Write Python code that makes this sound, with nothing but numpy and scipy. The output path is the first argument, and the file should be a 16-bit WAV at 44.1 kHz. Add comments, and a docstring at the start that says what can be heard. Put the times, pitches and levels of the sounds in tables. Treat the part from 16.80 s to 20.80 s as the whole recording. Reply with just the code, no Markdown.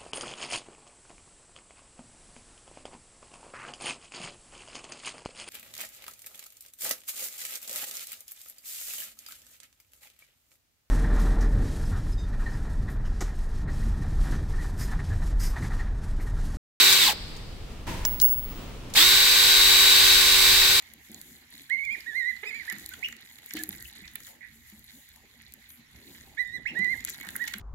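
"""First heard is the close whine of a hand-held electric rebar cutter, which winds down and later restarts.
Rotor and gear partials follow the shaft speed, with brush and fan noise modulated by the shaft angle.
In the pause the cut steel stub drops and bounces on concrete: noise bursts and a decaying high sine.
A far clatter is a decaying band of noise; shaped noise also gives the workshop hush and low rumble.
Cutter, stub and small clicks are convolved with a decaying noise response for the room."""
import sys
import numpy as np
from scipy import signal
from scipy.fft import rfft, irfft
from scipy.io import wavfile
from scipy.ndimage import uniform_filter1d

SR = 44100
rng = np.random.default_rng(int(sys.argv[2]) if len(sys.argv) > 2 else 0)


def store_pcm(level_fs):
    """Save levels as 16-bit WAV."""
    pcm = np.round(np.clip(level_fs, -1, 1) * 32767).astype(np.int16)
    wavfile.write(sys.argv[1], SR, np.atleast_2d(pcm).T)


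N = 176400
T = np.arange(N) / SR  # s
FREQS = np.maximum(np.arange(N // 2 + 1) * SR / N, 1)  # Hz

# Shaft motion: braking onset and duration, restart, time constant of the spin-up
SLOWS_S, STOP_TAKES_S, STARTS_S, SPIN_UP_S = .187, .152, 2.147, .031
SHAFT_HZ, ROTOR_HZ = 97.33, 382.3  # at normal speed
# running speed: time_s, speed_percent of normal
RUNNING_SPEED = [(0, 99.6), (.18, 100.3), (2.42, 100.6), (2.7, 100.1), (3.3, 99.97)]
# loudness of the cutter as it is moved about: time_s, level_db
CUTTER_LEVEL = [(0, 1), (.13, -1), (.18, -3.5), (.29, 0.5), (2.17, 5.5), (2.25, -0.5), (2.42, -2),
                (2.8, -1), (3.3, 0), (3.45, -1.5), (3.7, -.5), (4, -3)]
# rotor and gear partials at normal speed: pitch_hz, level_db before HUM_DB
LOW_PARTIALS = [(290.7, -51), (382.2, -42), (500.6, -51), (1168, -46.5), (1459, -39), (1529, -40),
                (1556, -45.5), (2143, -41.5), (2336, -34.5), (2627, -41.5), (3305, -62), (3408, -58),
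                (3601, -33), (3698, -33), (3779, -43)]
# higher partials at normal speed: pitch_hz, level_db before WHINE_DB
HIGH_PARTIALS = [(3989, -40), (4183, -37), (4280, -35), (4377, -38), (4474, -38), (4570, -39), (4770, -40),
                 (4867, -39)]
HUM_DB, WHINE_DB = 0.5, 2
# partial waver (dB rms) and phase wander (rad rms), both less below 2.5 kHz; stereo phase share
WAVER_DB, PHASE_WANDER, LINE_SPREAD = 1.8, .25, .7
# housing resonances that partials sweep through: centre_hz, width_hz, peak_db
SWEPT_RESONANCES = [(3950, 2300, 18.5)]
GEAR_FLARE, GEAR_SPEED_POWER = 0.55, 1.6  # share of the resonances felt; growth with speed
# overtones of the rotor fan: rotor_multiple, level_db, resonance_share
FAN_OVERTONES = [(16, -40, 1), (23, -42, 0)]
FAN_ROUGH, FAN_SPEED_POWER = 0.384, 0.15  # beat depth towards standstill; growth with speed
# main gear mesh, and the resonance it passes just below full speed
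MESH_TEETH, MESH_DB, MESH_SPEED_POWER = 40, -23, 4.5
MESH_PEAK_DB, MESH_PEAK_HZ, MESH_WIDTH_HZ = 7.5, 3560, 440
# level of the main mesh tone over time, relative to MESH_DB: time_s, level_db
MESH_LEVEL = [(0, -2), (2.3, -.5), (2.45, -2.5), (2.8, 0), (3.3, 0), (3.45, -3.5)]
# brush and fan noise through the housing: frequency_hz, relative_density_db per Hz
AIR_SPECTRUM = [(100,-25),(250,-59.5),(450,-22.5),(700,-25),(880,-16.5),(1100,-13),(1330,-18.5),(1600,-11.5),(2000,-8.5),(3150,-7.5),(3700,-4.5),(4700,-6),(5500,-11.5),(6900,-15.5),(7900,-10.5),(9000,-19),(10500,-19),(12000,-14.5),(15500,-16)]
AIR_DB, AIR_SPEED_POWER = -17, 1.0
# throb of the air noise: cycles_per_turn, depth
SHAFT_THROB = [(1, 0.097), (2, 0.083), (3, 0.17)]
# rotor multiples that groan through a low gearbox resonance: multiple
GROAN_ORDERS = [4, 5, 7]
GROAN_DB, GROAN_FALL_DB = -26, -3  # first tone at its peak; change for each later tone
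GROAN_HZ, GROAN_WIDTH_HZ = 900, 310
# likeness of left and right: frequency_hz, correlation
STEREO_LIKENESS = [(100, 0.95), (500, 0.6), (1200, 0.42), (2500, 0.31), (5000, 0.017), (14000, 0.024)]
# stereo balance of the cutter: frequency_hz, left_minus_right_db
CUTTER_SIDES = [(60, -5), (110, -8), (200, -5.5), (380, -1.5), (700, -2.5), (1290, 1), (2380, -0.5),
                (4400, 1), (8120, -7.5), (15000, -2.5)]
# background hush: frequency_hz, relative_density_db
HUSH_SPECTRUM = [(88, -10), (150, -4.5), (514, -12.5), (836, -18), (1280, -18.5), (1490, -23),
                 (2920, -21.5), (13000, -39)]
HUSH_DB = -48.5
# hush level relative to HUSH_DB: time_s, level_db
HUSH_LEVEL = [(.7, 3), (1.0, 2.5), (1.6, 0.5), (1.8, 5.5), (2.1, 4.5), (2.4, -1)]
# rumble of moving air, before its band limits: frequency_hz, relative_density_db
RUMBLE_SPECTRUM = [(20, 5), (35, 0.5), (65, -7.5), (100, -7), (200, -21), (400, -27.5)]
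# rumble level: time_s, level_db
RUMBLE_COURSE = [(.25, -52.5), (.4, -39.5), (1.05, -39.5), (1.1, -35), (1.3, -33.5), (1.5, -37.5),
                 (2.3, -42.5), (3.7, -40)]
# distant clatter: frequency_hz, relative_density_db
FAR_SPECTRUM = [(59, -19), (100, -2.5), (728, -17), (1010, -8.5), (1120, -19.5), (2000, -18), (14000, -35)]
FAR_S, FAR_DB, FAR_T60_S = 1.066, -31.5, 1.17
# small clicks of bar, jaw and trigger: start_s, level_db
CLICKS = [(.127, -14.5), (0.565, -44.5), (.92, -55), (2.1, -48), (2.138, -29)]
CLICK_DECAY_S, CLICK_HZ = 0.009, 5560
# stub meets floor: start_s, crack_db, crack_centre_hz, ring_db, left_minus_right_db
STUB_CONTACTS = [(1.2517, -14.5, 5950, -21, -2), (1.4006, -19, 5030, -41, 1.5),
                 (1.4149, -18.5, 6600, -7.5, -4.5), (1.4235, -40, 5340, -11.5, -26),
                 (1.4885, -32, 6350, -20, -8)]
CRACK_DECAY_S, CRACK_OCTAVES = .0018, 0.32
THUD_DB, THUD_DECAY_S, THUD_HZ = -18.5, 0.0018, 1060  # extra thud of the first contact
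KNOCK_RE_CRACK_DB = -11  # stone knock under each bounce
RING_HZ, RING_T60_S = 15690, 0.52
TUMBLE_HZ, TUMBLE_DEPTH = 8.14, 0.63  # two swells per tumble
ROLL_PAN_DB = 12.5  # after the last bounce the stub rolls off to the left
# spectrum of the room tail: frequency_hz, relative_level_db
TAIL_SPECTRUM = [(150, 11), (1000, 0.5), (3800, -2), (4900, 4), (6000, -10.5), (15000, -4.5)]
# reverberation time of the tail: frequency_hz, t60_s
TAIL_T60 = [(200, 0.47), (1500, 1.7), (4000, 1.38), (8000, 2), (15000, 0.25)]
TAIL_DB, EARLY_DB, EARLY_T60_S = -22.5, -13, .1
TOP_HZ = 15740


def undb(db):
    """Amplitude ratio is ten to the power of decibels over twenty."""
    return 10 ** (np.asarray(db) / 20)


def curve(rows):
    """Linear interpolation in time gives a control curve."""
    return np.interp(T, *np.array(rows).T)


def at(rows, hz):
    """Interpolation on a logarithmic frequency axis."""
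    f, v = np.array(rows).T
    return np.interp(np.log(hz), np.log(f), v)


def colour(x, gain):
    """Spectral weighting, normalised to an rms of 1."""
    y = irfft(rfft(x) * gain, N)
    return y / np.sqrt(np.mean(y ** 2))


def walk(rate):
    """Low-passed noise is a smooth random fluctuation, here of rms 1."""
    return colour(rng.standard_normal(N), np.exp(-(FREQS / rate) ** 2))


def pair():
    """Mixing mid and side noise sets the interchannel correlation, high in the bass and low in the treble."""
    mid, side = rfft(rng.standard_normal((2, N)))
    c = np.clip(at(STEREO_LIKENESS, FREQS), -.99, .99)
    signs = np.array([[1], [-1]])
    return irfft(mid * np.sqrt(1 + c) + signs * side * np.sqrt(1 - c), N)


def sides(db):
    """A level difference is split equally between left and right gains."""
    return undb(np.array([[1], [-1]]) * db / 2)


def decay(age, t60):
    """Exponential decay falls by 60 dB in the reverberation time."""
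    return np.exp(-np.log(1000) * age / t60)


def resonance(hz, centre, width):
    """A bell-shaped resonance halves at half its width from the centre."""
    return .5 ** ((2 * (hz - centre) / width) ** 2)


def burst(start, decay_s, hz, octaves):
    """An impact is modelled as band noise under an exponential decay."""
    size = 4096
    f = np.maximum(np.arange(size // 2 + 1) * SR / size, 1)
    band = 1 + (np.log2(f / hz) / octaves) ** 2
    x = irfft(rfft(rng.standard_normal((2, size))) / band)
    x = x / x.std() * np.exp(-np.arange(size) / SR / decay_s)
    return np.pad(x, ((0, 0), (int(start * SR), N)))[:, :N]


def shaft_speed():
    """Braking takes speed off quadratically; the restart approaches full speed exponentially."""
    slowing = np.clip(1 - (np.maximum(T - SLOWS_S, 0) / STOP_TAKES_S) ** 2, 0, 1)
    starting = 1 - np.exp(-np.maximum(T - STARTS_S, 0) / SPIN_UP_S)
    return (slowing + starting) * curve(RUNNING_SPEED) / 100


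def housing_db(hz):
    """Gain in dB of the housing resonances at a given frequency."""
    return sum(db * resonance(hz, f, w) for f, w, db in SWEPT_RESONANCES)


def partial(hz, db, angle, waver, wander, side):
    """A sine locked to rotation; higher ones waver more and generally differ more between channels."""
    apart = side * LINE_SPREAD * np.arccos(np.clip(at(STEREO_LIKENESS, hz), -1, 1))
    phase = hz * angle + rng.uniform(0, 2 * np.pi)

    def shifted(x):
        """A random time shift decorrelates a shared fluctuation."""
        return min(hz / 2500, 1) * np.roll(x, rng.integers(N))

    channels = []
    for ch in range(2):
        gain = undb(db + WAVER_DB * shifted(waver))
        channels.append(gain * np.sin(phase + ch * apart + PHASE_WANDER * shifted(wander)))
    return np.sqrt(2) * np.array(channels)


def gears(speed, angle, waver, wander):
    """Rotor and gear partials scale in pitch with speed and flare within the housing resonances."""
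    lines = [(f, d + HUM_DB) for f, d in LOW_PARTIALS]
    lines += [(f, d + WHINE_DB) for f, d in HIGH_PARTIALS]
    out = 0
    for k, (hz, db) in enumerate(lines):
        flare = GEAR_FLARE * (housing_db(hz * speed) - housing_db(hz))
        out = out + partial(hz, db + flare, angle, waver, wander, (-1) ** k)
    return out * speed ** GEAR_SPEED_POWER


def main_mesh(speed, angle, waver, wander):
    """Tooth contact repeats at tooth count times shaft rate, boosted where it crosses a resonance."""
    hz = MESH_TEETH * SHAFT_HZ
    peak = MESH_PEAK_DB * resonance(hz * speed, MESH_PEAK_HZ, MESH_WIDTH_HZ)
    db = MESH_DB + curve(MESH_LEVEL) + peak
    return partial(hz, db, angle, waver, wander / 2, 1) * speed ** MESH_SPEED_POWER


def fan(speed, angle, waver, wander):
    """Fan overtones are rotor multiples, amplitude-modulated three times per shaft turn below full speed."""
    out = 0
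    for multiple, db, share in FAN_OVERTONES:
        hz = multiple * ROTOR_HZ
        out = out + partial(hz, db + share * housing_db(hz * speed), angle, waver, wander, 0.68)
    depth = FAN_ROUGH * np.sqrt(np.clip(1 - speed, 0, 1))
    return out * (1 + depth * np.cos(3 * SHAFT_HZ * angle)) * speed ** FAN_SPEED_POWER


def air(speed, angle):
    """Brush and fan turbulence is broadband noise, modulated at harmonics of the shaft rate."""
    throb = 1
    for per_turn, depth in SHAFT_THROB:
        throb = throb + depth * np.cos(per_turn * SHAFT_HZ * angle + rng.uniform(0, 2 * np.pi))
    noise = colour(pair() * throb, undb(at(AIR_SPECTRUM, FREQS)))
    return undb(AIR_DB) * noise * speed ** AIR_SPEED_POWER


def groan(speed, angle):
    """Falling rotor overtones excite one fixed resonance in succession while the motor brakes."""
    out = 0
    for k, multiple in enumerate(GROAN_ORDERS):
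        hz = ROTOR_HZ * multiple
        gain = undb(GROAN_DB + k * GROAN_FALL_DB) * resonance(hz * speed, GROAN_HZ, GROAN_WIDTH_HZ)
        out = out + gain * np.sin(hz * angle)
    return out * (T < STARTS_S)


def cutter():
    """All machine sources share one rotation angle, the time integral of speed."""
    speed = shaft_speed()
    angle = 2 * np.pi * np.cumsum(speed * (1 + 0.00048 * walk(14.5))) / SR  # rad per Hz of pitch
    waver, wander = walk(27), walk(20)
    tones = gears(speed, angle, waver, wander) + main_mesh(speed, angle, waver, wander)
    tones = tones + fan(speed, angle, waver, wander) + groan(speed, angle)
    out = (tones + air(speed, angle)) * undb(curve(CUTTER_LEVEL))
    return irfft(rfft(out) * sides(at(CUTTER_SIDES, FREQS)), N)


def hush():
    """Background hush is stationary noise under a slowly varying gain."""
    gain = undb(HUSH_DB + curve(HUSH_LEVEL) + walk(6.9))
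    return gain * colour(pair(), undb(at(HUSH_SPECTRUM, FREQS)))


def rumble():
    """Moving air gives low-frequency noise, limited here to about 16-300 Hz."""
    limits = (1 + (FREQS / 300) ** 4) * (1 + (16 / FREQS) ** 4)
    return undb(curve(RUMBLE_COURSE)) * colour(pair(), undb(at(RUMBLE_SPECTRUM, FREQS)) / limits)


def ticks():
    """Light metal contacts are short bursts of broad-band noise."""
    return sum(undb(db) * burst(s, CLICK_DECAY_S, CLICK_HZ, octaves=0.92) for s, db in CLICKS)


def far_clatter():
    """A distant impact is heard as coloured noise with a fast rise and exponential decay."""
    age = np.maximum(T - FAR_S, 0)
    fade = (1 - np.exp(-age / 0.005)) * decay(age, FAR_T60_S)
    return undb(FAR_DB) * fade * colour(pair(), undb(at(FAR_SPECTRUM, FREQS)))


def stub():
    """Each contact cracks, knocks the concrete and restarts a decaying ring that tumbling modulates."""
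    first_s, last_s = STUB_CONTACTS[0][0], STUB_CONTACTS[-1][0]
    impacts = undb(THUD_DB) * burst(first_s, THUD_DECAY_S, THUD_HZ, octaves=1.04)
    ring = np.zeros(N)
    for s, db, hz, ring_db, pan_db in STUB_CONTACTS:
        crack = burst(s, CRACK_DECAY_S, hz, CRACK_OCTAVES)
        knock = undb(KNOCK_RE_CRACK_DB) * burst(s, THUD_DECAY_S, hz=2200, octaves=1.4)
        impacts = impacts + undb(db) * sides(pan_db) * (crack + knock)
        # each contact replaces the ring before it
        ring = np.where(T >= s, undb(ring_db) * decay(np.abs(T - s), RING_T60_S), ring)
    facing = 2 * np.pi * TUMBLE_HZ * (T - first_s) + np.array([[.2], [1.0]])  # left, right
    swell = 1 - TUMBLE_DEPTH * np.cos(facing) ** 2
    away = sides(ROLL_PAN_DB * np.clip((T - last_s) / 0.019, 0, 1))
    envelope = np.sqrt(2) * uniform_filter1d(ring, size=400) * swell * away
    return impacts + envelope * np.sin(2 * np.pi * RING_HZ * T)


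def room(x):
    """Convolution with decaying noise adds early reflections and a tail with a decay rate for each band."""
    noise = rfft(rng.standard_normal((2, N)))
    tail = 0
    for hz in np.geomspace(125, 16000, 8):
        band = np.maximum(1 - np.abs(np.log2(FREQS / hz)), 0) * undb(at(TAIL_SPECTRUM, FREQS))
        tail = tail + irfft(noise * band, N) * decay(T, at(TAIL_T60, hz))
    early = rng.standard_normal((2, N)) * decay(T, EARLY_T60_S)
    response = 0
    for part, db in ((tail, TAIL_DB), (early, EARLY_DB)):
        response = response + undb(db) * part / np.sqrt(np.sum(part ** 2) / 2)  # set by energy
    return x + signal.fftconvolve(x, response, axes=1)[:, :N]


def scene():
    """Superposition: reverberant cutter, clicks and stub over the workshop background."""
    return room(cutter() + ticks() + stub()) + hush() + rumble() + far_clatter()


def record(dry):
    """A steep elliptic low-pass filter removes the extreme treble."""
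    return signal.sosfilt(signal.ellip(10, .2, 80, TOP_HZ, fs=SR, output="sos"), dry)


dry = scene()
out = record(dry)
store_pcm(out)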